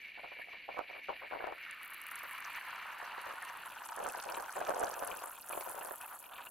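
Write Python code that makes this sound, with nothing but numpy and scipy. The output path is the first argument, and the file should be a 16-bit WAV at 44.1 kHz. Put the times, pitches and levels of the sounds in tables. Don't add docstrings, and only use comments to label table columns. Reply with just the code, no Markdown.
import sys
import numpy as np
from scipy import signal
from scipy.fft import rfft, irfft
from scipy.io import wavfile
from scipy.ndimage import uniform_filter1d

SR = 44100
rng = np.random.default_rng(int(sys.argv[2]) if len(sys.argv) > 2 else 0)


def wrap_up_sound(samples):
    columns = np.atleast_2d(samples).T
    tamed = np.clip(columns, -1, 1)
    steps = np.round(tamed * 32767).astype(np.int16)
    wavfile.write(sys.argv[1], SR, steps)


N = 286650

# frequency in Hz, spectrum in dB.
AIR_COLOUR = [(20, -9), (60, -2.5), (150, -4.5), (300, 3), (600, -11), (1500, -16), (5000, -16),
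              (16000, -44)]
# frequency in Hz, width in Hz, gain in dB.
BUCKET_MODES = [(710, 16, -6), (945, 60, -12), (1390, 60, -15)]
# frequency in Hz, gain in dB.
WALL_COLOUR = [(4000, 3), (4500, 8), (4900, 4), (6250, 4.5), (6800, -4), (8000, -2.5), (8500, -2),
               (9150, -1), (9600, 1), (10050, -1), (10400, 3.5), (12100, -0.5), (13000, 5), (13900, 0),
               (14500, 6), (15100, 5), (15650, 1.5)]

# time in seconds, level in dB.
SIMMER_LEVEL = [(0, -47), (0.8, -47), (1.5, -47.5), (2.0, -48), (2.65, -46), (3.0, -49.5), (3.45, -48.5),
                (3.8, -58)]
# frequency in Hz, spectrum in dB.
SIMMER_COLOUR = [(900, -24), (1400, -21), (1800, -7), (2100, -9), (2380, -7), (2570, -9), (2820, -4),
                 (3150, -15), (3750, -19.5), (4050, -16), (4250, -21.5), (4480, -17), (5000, -34),
                 (7000, -61)]
# time in seconds, strength of its ring in dB against the bubbles.
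SONG_LEVEL = [(0, 5), (1.4, 3.5), (2.0, 0), (2.6, -1), (3.1, -7), (3.8, -29)]
# frequency in Hz, width in Hz, level in dB against the simmer.
FILM_BANDS = [(5660, 1400, -34.5), (11400, 1100, -29), (13450, 1000, -33.5)]

# time in seconds, level in dB.
BOIL_LEVEL = [(1.2, -59), (1.5, -58), (1.66, -48.5), (1.95, -51), (2.15, -45.5), (3.3, -43.5),
              (3.75, -47.5), (4.0, -44), (4.5, -44), (4.8, -46.5), (5.3, -46), (5.37, -55.5), (5.52, -48),
              (5.88, -46.5), (5.96, -50.5), (6.19, -63), (6.36, -55.5), (6.5, -58)]
# time in seconds, largest bubbles in Hz, smallest bubbles in Hz.
BOIL_PITCH = [(1.5, 1420, 2010), (1.8, 1200, 2010), (2.2, 1114, 2070), (2.7, 907, 1880), (3.4, 936, 1670),
              (4.1, 834, 1480), (5.4, 864, 1530), (6.5, 832, 1490)]
# time in seconds, unevenness in dB.
BOIL_UNEVEN = [(1.5, 3.5), (3.3, 2), (4.5, 4)]
# start in seconds, length in seconds, level in dB.
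GULPS = [(5.98, 0.069, -49), (6.068, 0.015, -46.5), (6.103, 0.036, -44), (6.212, 0.039, -51),
         (6.31, 0.025, -46.5), (6.378, 0.027, -44), (6.414, 0.015, -43)]
# time in seconds, peak in dB, pitch in Hz.
POPS = [(2.114, -34, 1780), (2.609, -35, 1740), (3.427, -29.5, 1640), (3.774, -35, 1460), (6.466, -43, 880)]

# time in seconds, level in dB.
CRACKLE_LEVEL = [(3.6, -53.5), (4.7, -55.5), (5.4, -57.5), (6.05, -60.5), (6.2, -66.5), (6.39, -50.5),
                 (6.5, -61.5)]
# time in seconds, peak in dB.
SNAPS = [(4.0931, -42), (4.185, -44), (4.243, -45), (4.2884, -37), (4.3442, -36), (4.6224, -43),
         (4.6688, -39), (4.9416, -42), (5.1134, -34), (5.1842, -42.5), (5.5263, -36), (5.6081, -38),
         (5.689, -50), (5.8094, -42.5), (6.0125, -42.5), (6.0432, -43), (6.079, -51), (6.2402, -48),
         (6.258, -44.5), (6.333, -48), (6.3812, -38), (6.413, -48), (6.43, -50), (6.4683, -41)]
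# frequency in Hz, spectrum in dB.
CRACKLE_COLOUR = [(1200, -3.5), (2100, -21), (2350, 8.5), (2650, 8), (2900, 8), (3400, 2.5), (4100, -4.5),
                  (4500, -7), (5100, -36), (8000, -52)]

# time in seconds, level in dB.
SIZZLE_LEVEL = [(0, -75.5), (0.7, -79), (1.55, -69.5), (1.78, -64), (1.86, -61), (2.15, -57.5), (2.45, -56),
                (2.95, -62.5), (3.6, -57), (4.1, -53), (4.7, -51.5), (5.05, -48.5), (5.45, -50.5),
                (5.55, -46), (6.15, -50.5), (6.3, -55.5), (6.5, -53)]
# time in seconds, collapses per second of each kind, coarse ones in dB and
# finest ones in dB, both against the medium ones.
SIZZLE_KIND = [(0, 570, -11.5, -5), (1.5, 520, -20, 5), (1.9, 230, -2, 8), (2.4, 232, 1, 7),
               (3.1, 520, 0.5, -2), (3.7, 347, -7, -5), (4.2, 217, 1, -7), (4.8, 260, -4, -7.5),
               (5.3, 328, -11, -4), (5.8, 424, -11.5, -0.5), (6.5, 570, -16, -3)]
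# time of the peak in seconds, peak in dB, pitch at the peak in Hz.
TICKS = [(1.7105, -38.5, 10000), (1.8314, -41, 12000), (1.849, -43, 13000), (1.858, -44, 11500),
         (1.878, -44, 12400), (1.9049, -41, 11800), (1.936, -40, 11300), (1.9442, -37.5, 12400),
         (2.0162, -36, 11650), (2.0382, -48, 12400), (2.0666, -40, 11200), (2.0859, -43, 13100),
         (2.1135, -37, 12000), (2.1201, -41, 12700), (2.1565, -32, 10700), (2.1908, -38.5, 12100),
         (2.2317, -45, 12400), (2.3102, -39, 12400), (2.3305, -41, 11100), (2.381, -46, 11400),
         (2.405, -42.5, 10500), (2.449, -41.5, 6500), (3.216, -41.5, 11200), (3.4247, -38, 9900),
         (3.4502, -38.5, 10300), (3.5722, -42, 11100), (3.6597, -39, 10900), (3.852, -40, 10100),
         (3.861, -36, 10200), (3.888, -37.5, 8720), (3.9633, -34.5, 10600), (3.9912, -39.5, 9100),
         (4.0251, -40, 10300), (4.0399, -33.5, 9700), (4.0676, -37, 8400), (4.089, -32, 9100),
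         (4.0988, -36.5, 8620), (4.1218, -36, 11800), (4.1737, -41, 11900), (4.2151, -44, 10800),
         (4.2261, -35.5, 9060), (4.2387, -34, 9200), (4.3, -36, 11100), (4.3435, -43, 8400),
         (4.3578, -38.5, 8800), (4.4235, -38, 9500), (4.526, -34.5, 9500), (4.5616, -37, 10000),
         (4.6945, -33, 9970), (4.7764, -38, 9800), (4.7959, -29, 9700), (4.8076, -33, 9100),
         (4.835, -37, 7700), (4.8447, -33, 7400), (4.8592, -38, 9400), (4.8913, -36, 9700),
         (4.9394, -37, 7140), (4.9924, -34, 8800), (5.0745, -29, 10200), (5.1029, -38, 10500),
         (5.171, -33, 9680), (5.2592, -35, 11600), (5.3171, -38.5, 11700), (5.488, -35, 9800),
         (5.4943, -31, 11000), (5.5244, -35.5, 11400), (5.5572, -40, 12600), (5.6099, -35, 10600),
         (5.6895, -37, 10200), (5.696, -32, 11000), (5.8483, -33.5, 10100), (5.9214, -34, 11600),
         (5.958, -36.5, 11800), (6.0127, -35, 10500), (6.2019, -44, 11960)]
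# frequency in Hz, spectrum in dB.
COARSE_COLOUR = [(2800, -18), (4300, -2.5), (5100, -5), (6000, -2.5), (8200, 3), (9500, -6), (12000, -3),
                 (16000, -15)]
# frequency in Hz, spectrum in dB.
MEDIUM_COLOUR = [(5200, -43), (7000, 0.5), (9000, -4), (10800, -0.5), (11700, 2.5), (12700, -14),
                 (16000, -6)]
# frequency in Hz, spectrum in dB.
FINE_COLOUR = [(6000, -47), (9300, -9), (11000, -7.5), (12900, -3.5), (14000, -5.5), (16000, -13)]

# time in seconds, level in dB.
CHURN_LEVEL = [(0, -74.5), (1.8, -76), (2.5, -72), (3.2, -63), (4.8, -65), (6.5, -63)]
# start in seconds, length in seconds, level in dB.
SURGES = [(0.171, 0.025, -52), (0.231, 0.021, -47), (0.311, 0.013, -50.5), (0.364, 0.038, -54.5),
          (0.469, 0.012, -53.5), (0.525, 0.013, -51.5), (0.679, 0.014, -42), (0.764, 0.02, -41),
          (0.886, 0.099, -53), (1.081, 0.023, -38.5), (1.211, 0.026, -45.5), (1.304, 0.06, -41.5),
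          (1.395, 0.049, -44), (1.472, 0.023, -41.5), (2.223, 0.028, -54.5), (3.26, 0.072, -50.5),
          (3.978, 0.11, -41.5), (4.135, 0.054, -48), (4.25, 0.17, -44), (4.551, 0.084, -39.5),
          (4.666, 0.17, -38.5), (4.791, 0.067, -36.5), (4.87, 0.26, -44.5), (5.152, 0.13, -51),
          (5.488, 0.069, -46), (5.659, 0.045, -44.5), (5.74, 0.145, -48.5)]
# time in seconds, peak in dB.
KNOCKS = [(0.239, -37), (0.686, -34), (0.742, -35), (0.771, -28), (0.789, -19), (1.089, -23), (1.098, -26),
          (1.336, -25.5), (1.358, -30.5), (1.404, -31), (1.439, -22.5), (1.47, -26.5), (1.522, -28),
          (3.025, -34), (3.179, -33), (3.263, -33.5), (3.971, -30.5), (4.059, -23.5), (4.373, -25.5),
          (4.467, -39), (4.612, -23.5), (4.682, -24), (4.691, -18.5), (4.702, -19), (4.812, -24.5),
          (4.835, -21.5), (5.022, -23), (5.033, -32), (5.531, -27), (5.573, -23.5), (5.605, -31),
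          (5.744, -32.5), (5.847, -31), (5.907, -27), (5.912, -30)]
# frequency in Hz, spectrum in dB.
POCKET_COLOUR = [(30, -16.5), (120, -17), (220, -16.5), (340, -5), (500, 3), (740, 4), (1000, -0.5),
                 (1500, -8), (2000, -16), (3000, -21), (4500, -35), (7000, -95)]

SURGE_ATTACK_S, SURGE_RELEASE_DB_PER_S = 0.0088, 439
KNOCK_DELAY_S, SNAP_DELAY_S = 0.002975, 0.00073
KNOCK_CLUMP_BELOW_DB, KNOCK_CLUMP_DECAY_S = 16.5, 0.02
SNAP_CLUMP_BELOW_DB, SNAP_CLUMP_DECAY_S = 11.5, 0.016
CUTOFF_HZ = 15800


def from_db(db):
    return 10 ** (np.asarray(db) / 20)


def in_time(rows):
    s, *columns = np.transpose(rows)
    return [np.interp(np.arange(N) / SR, s, c) for c in columns]


def faded(rows, fade_db_per_s=150):
    t = np.arange(N) / SR
    outside_s = np.maximum(rows[0][0] - t, 0) + np.maximum(t - rows[-1][0], 0)
    return from_db(in_time(rows)[0] - fade_db_per_s * outside_s)


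def even(x, window_s=0.77):
    power = uniform_filter1d(x.mean(0) ** 2, max(int(window_s * SR), 8))
    power = uniform_filter1d(power, max(int(window_s * SR / 2), 8))
    return x / np.sqrt(np.maximum(power, 0) + 1e-4 * power.mean())


def drift(rate_hz):
    r = np.exp(-80 * np.pi * rate_hz / SR)
    noise = rng.standard_normal(N // 40 + 2002)
    slow = signal.lfilter([1], [1, -2 * r, r * r], noise)[2000:]
    return np.interp(np.arange(N) / 40, np.arange(len(slow)), slow / slow.std())


def response(colour, size=2048):
    hz, db = np.transpose(colour)
    log_bins = np.log(np.fft.rfftfreq(size, 1 / SR) + 1)
    log_gain = np.log(from_db(np.interp(log_bins, np.log(hz), db)))
    cepstrum = irfft(log_gain)
    cepstrum[1:size // 2] *= 2
    cepstrum[size // 2 + 1:] = 0
    ring = irfft(np.exp(rfft(cepstrum)))
    return ring / np.abs(ring).max()


def through(x, ring):
    return signal.oaconvolve(x, np.atleast_2d(ring), axes=1)[:, :N]


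def resonate(x, hz, width_hz):
    r = np.exp(-np.pi * width_hz / SR)
    top = np.array([1, 0, -1]) * (1 - r * r) / 2
    return signal.lfilter(top, [1, -2 * r * np.cos(2 * np.pi * hz / SR), r * r], x + 1e-18)


def stereo(mid, side):
    return np.array([mid + side, mid - side])


def grains(per_s, spread_db, largest=4.7):
    sizes = from_db(spread_db * np.minimum(rng.exponential(1, N), largest)) * rng.choice([-1, 1], N)
    return sizes * (rng.random(N) < per_s / SR)


def strikes(events, delay_s=0):
    s, db = np.transpose(events)[:2]
    clicks = np.zeros(N)
    clicks[np.round((s + delay_s) * SR).astype(int)] = from_db(db)
    return clicks


def bursts(clicks, decay_s, width):
    r = np.exp(-2 / (decay_s * SR))
    envelope = np.sqrt(signal.lfilter([1 - r], [1, -r], clicks ** 2 + 1e-18))
    mid, side = rng.standard_normal((2, N))
    return envelope * stereo(mid, width * side)


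def pings(s, gain, hz, ring_s, sag, width, echo_s, echo_db=-5, taper=1, count=4):
    age = np.arange(int(9 / taper * ring_s * SR)) / (ring_s * SR)
    phase = 2 * np.pi * hz[:, None] * np.cumsum(np.exp(sag * (1 - age))) / SR
    shape = gain[:, None] * (age * np.exp(1 - age)) ** taper
    sine, cosine = shape * np.sin(phase), shape * np.cos(phase)
    chance = rng.standard_normal((len(s), count, 2))
    out = np.zeros((2, N))
    for k in range(count):
        late_s = k * echo_s * np.exp(chance[:, k, 0] / 2)
        turn = width * chance[:, k, 1:]
        at = ((s + late_s) * SR).astype(int)[:, None] + np.arange(len(age))
        mid = np.bincount(at.ravel(), (sine * np.cos(turn)).ravel(), N)[:N]
        side = np.bincount(at.ravel(), (cosine * np.sin(turn)).ravel(), N)[:N]
        out += from_db(k * echo_db) * stereo(mid, side)
    return out


def swells(rows):
    t, power = np.arange(N) / SR, 0
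    for start, length, db in rows:
        attack = np.clip((t - start) / SURGE_ATTACK_S, 0, 1)
        release_db = SURGE_RELEASE_DB_PER_S * np.maximum(t - start - length, 0)
        power = power + (attack * from_db(db - np.minimum(release_db, 120))) ** 2
    return power


def clumps(events, below_db, decay_s):
    r = np.exp(-2 / (decay_s * SR))
    return signal.lfilter([1], [1, -r], (strikes(events) * from_db(-below_db)) ** 2 + 1e-18)


def surging():
    stir = clumps(KNOCKS, KNOCK_CLUMP_BELOW_DB, KNOCK_CLUMP_DECAY_S)
    return np.sqrt(faded(CHURN_LEVEL) ** 2 + swells(SURGES) + stir)


def open_air(level_db=-74.0):
    air = through(rng.standard_normal((2, N)), response(AIR_COLOUR))
    return from_db(level_db) * air / air.std()


def film_hiss(flutter_db=5.0):
    out = 0
    for hz, width_hz, db in FILM_BANDS:
        clicks = grains(900, spread_db=-4.0) * from_db(flutter_db * drift(15))
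        fizz = bursts(clicks, decay_s=0.0016, width=0.92)
        out = out + from_db(db) * even(resonate(resonate(fizz, hz, width_hz), hz, width_hz))
    return out * faded(SIMMER_LEVEL)


def simmer(flutter_db=2.0, width=0.16, sing_hz=2280, sing_width_hz=140, waver=0.012,
           puff_hz=1780, puff_width_hz=450, puff_db=-9.0, puff_flutter_db=6.0):
    surge, n = from_db(flutter_db * drift(19)), np.arange(N)
    ring = response(SIMMER_COLOUR)

    def stream():
        clicks = grains(1700, spread_db=0.0) * surge
        return through(stereo(clicks, width * clicks * rng.standard_normal(N)), ring)

    clock = n + np.cumsum(waver * drift(24.5))
    song = np.array([np.interp(clock, n, ear) for ear in resonate(stream(), sing_hz, sing_width_hz)])
    song = even(song) * from_db(in_time(SONG_LEVEL)[0])
    puffs = resonate(resonate(stream(), puff_hz, puff_width_hz), puff_hz, puff_width_hz)
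    puffs = even(puffs) * from_db(puff_db + puff_flutter_db * drift(25))
    return even(even(stream()) + song + puffs) * faded(SIMMER_LEVEL)


def boil(level_db=0.1, edge_db_per_octave=46, tilt_db_per_octave=-3.0, lowest_hz=480, muffle_hz=3100,
         wide_below_hz=560, count=36, sharpness=11):
    low, high = np.log2(in_time(BOIL_PITCH))
    clicks = grains(3400, spread_db=3.0) * from_db(in_time(BOIL_UNEVEN)[0] * drift(54))
    at = np.flatnonzero(clicks)
    dealt, place = rng.integers(0, count, N)[at], rng.standard_normal(N)[at]
    out = np.zeros((2, N))
    for k, hz in enumerate(np.geomspace(550, 2700, count)):
        mine, octave = at[dealt == k], np.log2(hz)
        outside = np.maximum(low[mine] - octave, 0) + np.maximum(octave - high[mine], 0)
        tilt_db = tilt_db_per_octave * np.log2(hz / 1000)
        sizes = clicks[mine] * from_db(tilt_db - edge_db_per_octave * outside)
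        sides = sizes * place[dealt == k] / np.sqrt(1 + (hz / wide_below_hz) ** 4)
        born = np.zeros((2, N))
        born[:, mine] = stereo(sizes, sides)
        out += resonate(born, hz, hz / sharpness)
    muffle = signal.butter(2, [lowest_hz, muffle_hz], "band", fs=SR, output="sos")
    out = even(signal.sosfilt(muffle, out), window_s=0.16)
    return out * np.sqrt(faded(BOIL_LEVEL) ** 2 + swells(GULPS)) * from_db(level_db)


def pops():
    s, db, hz = np.transpose(POPS)
    return pings(s + KNOCK_DELAY_S, from_db(db), hz, ring_s=0.00047, sag=0, width=0.085, echo_s=0.0027)


def crackle(level_db=-2.0, crack_db=0.5, clump_db=3.0):
    ring = response(CRACKLE_COLOUR)
    clicks = grains(170, spread_db=3.0, largest=2.3) * from_db(clump_db * drift(27))
    bed = even(through(bursts(clicks, decay_s=0.0036, width=0.067), ring), window_s=0.19)
    cracks = through(bursts(strikes(SNAPS, SNAP_DELAY_S), decay_s=0.0028, width=0.14), ring)
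    s, db = np.transpose(SNAPS)
    hz = rng.uniform(2300, 2800, len(s))
    rings = pings(s + SNAP_DELAY_S, from_db(db), hz, ring_s=0.00099, sag=0, width=0.15, echo_s=0.0036)
    stir = clumps(SNAPS, SNAP_CLUMP_BELOW_DB, SNAP_CLUMP_DECAY_S)
    busy = np.sqrt(faded(CRACKLE_LEVEL) ** 2 + stir)
    return bed * busy * from_db(level_db) + cracks * from_db(crack_db) + rings


def sizzle(level_db=-1.0, tick_db=4.5, patchy_db=2.1, hiss_db=-7.5, tick_ring_s=0.00039, tick_sag=0.23,
           ring_s=0.00028, sag=0.22, echo_s=0.0007, widths=(0.95, 0.57, 0.57)):
    per_s, coarse_db, fine_db = in_time(SIZZLE_KIND)
    shares = from_db([coarse_db, np.zeros(N), fine_db])
    shares /= np.sqrt(shares[0] ** 2 / 2 + shares[1] ** 2 + shares[2] ** 2)
    gains = shares * faded(SIZZLE_LEVEL) * from_db(level_db)
    bed = 0
    for colour, gain, width in zip((COARSE_COLOUR, MEDIUM_COLOUR, FINE_COLOUR), gains, widths):
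        clicks = grains(per_s, spread_db=5.0, largest=2.55) * from_db(patchy_db * drift(9.4))
        at, ring = np.flatnonzero(clicks), response(colour)
        hz = rng.uniform(4500, 15500, N)[at]
        chirps = pings(at / SR, clicks[at], hz, ring_s, sag, width, echo_s, taper=2.2)
        fizz = even(through(chirps, ring), window_s=0.32)
        mid, side = rng.standard_normal((2, N))
        hiss = even(through(stereo(mid, width * side), ring))
        bed = bed + gain * (fizz + from_db(hiss_db) * hiss)
    s, db, hz = np.transpose(TICKS)
    ticks = pings(s - tick_ring_s, from_db(db), hz, tick_ring_s, tick_sag, widths[1], echo_s, taper=1.8)
    wall = response(WALL_COLOUR)
    return through(bed + ticks * from_db(tick_db), wall / np.linalg.norm(wall))


def gurgle(level_db=-3.5, ring_s=0.0011, rise=0.011):
    clicks = grains(120, spread_db=0.5, largest=2.4)
    at = np.flatnonzero(clicks)
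    hz = np.exp(rng.uniform(np.log(520), np.log(1700), N))[at]
    blips = pings(at / SR, clicks[at], hz, ring_s, -rise, width=0.3, echo_s=0.003)
    return even(blips, window_s=0.075) * surging() * from_db(level_db)


def pockets(churn_db=-1.5, knock_db=-1.2, flutter_db=1.0, wide_below_hz=1900, sharp_db_per_octave=1.0,
            pitch_spread=0.054):
    ring, bass = response(POCKET_COLOUR), signal.butter(2, wide_below_hz, fs=SR, output="sos")
    clicks = grains(280, spread_db=0.5, largest=2.4) * from_db(flutter_db * drift(45.0))
    side = signal.sosfiltfilt(bass, clicks * rng.choice([-1, 1], N) + 1e-18)
    churn = even(through(stereo(clicks, side), ring), window_s=0.062)
    hz, colour_db = np.transpose(POCKET_COLOUR)
    octaves_above_peak = np.maximum(np.log2(hz / hz[np.argmax(colour_db)]), 0)
    sharp_db = colour_db + sharp_db_per_octave * octaves_above_peak
    knocks = np.zeros((2, N))
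    for s, db in KNOCKS:
        own_hz = hz * np.exp(pitch_spread * rng.standard_normal())
        pulse = from_db(db) * response(np.transpose([own_hz, sharp_db]))
        padded = np.pad(pulse, (len(pulse), 0))
        pulse_bass = signal.sosfiltfilt(bass, padded)[len(pulse):]
        start = int((s + KNOCK_DELAY_S) * SR)
        knocks[:, start:start + len(pulse)] += stereo(pulse, rng.choice([-1, 1]) * pulse_bass)
    return churn * surging() * from_db(churn_db) + knocks * from_db(knock_db)


def bucket(x, tail_db=-17, decay_s=0.0056, size=4096):
    t = np.arange(size) / SR
    tail = rng.standard_normal(size) * np.exp(-t / decay_s) * (t > .002)
    column = sum(from_db(db) * resonate(x, hz, width_hz) for hz, width_hz, db in BUCKET_MODES)
    return x + column + from_db(tail_db) * through(x, tail / np.linalg.norm(tail))


def scene():
    film = simmer() + film_hiss()
    bubbles = boil() + pops() + crackle() + sizzle()
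    steam = gurgle() + pockets()
    return open_air() + from_db(-3.5) * bucket(film + bubbles + steam)


def record(dry):
    steep = signal.ellip(10, .2, 80, CUTOFF_HZ, fs=SR, output="sos")
    return signal.sosfilt(steep, dry)


dry = scene()
out = record(dry)
wrap_up_sound(out)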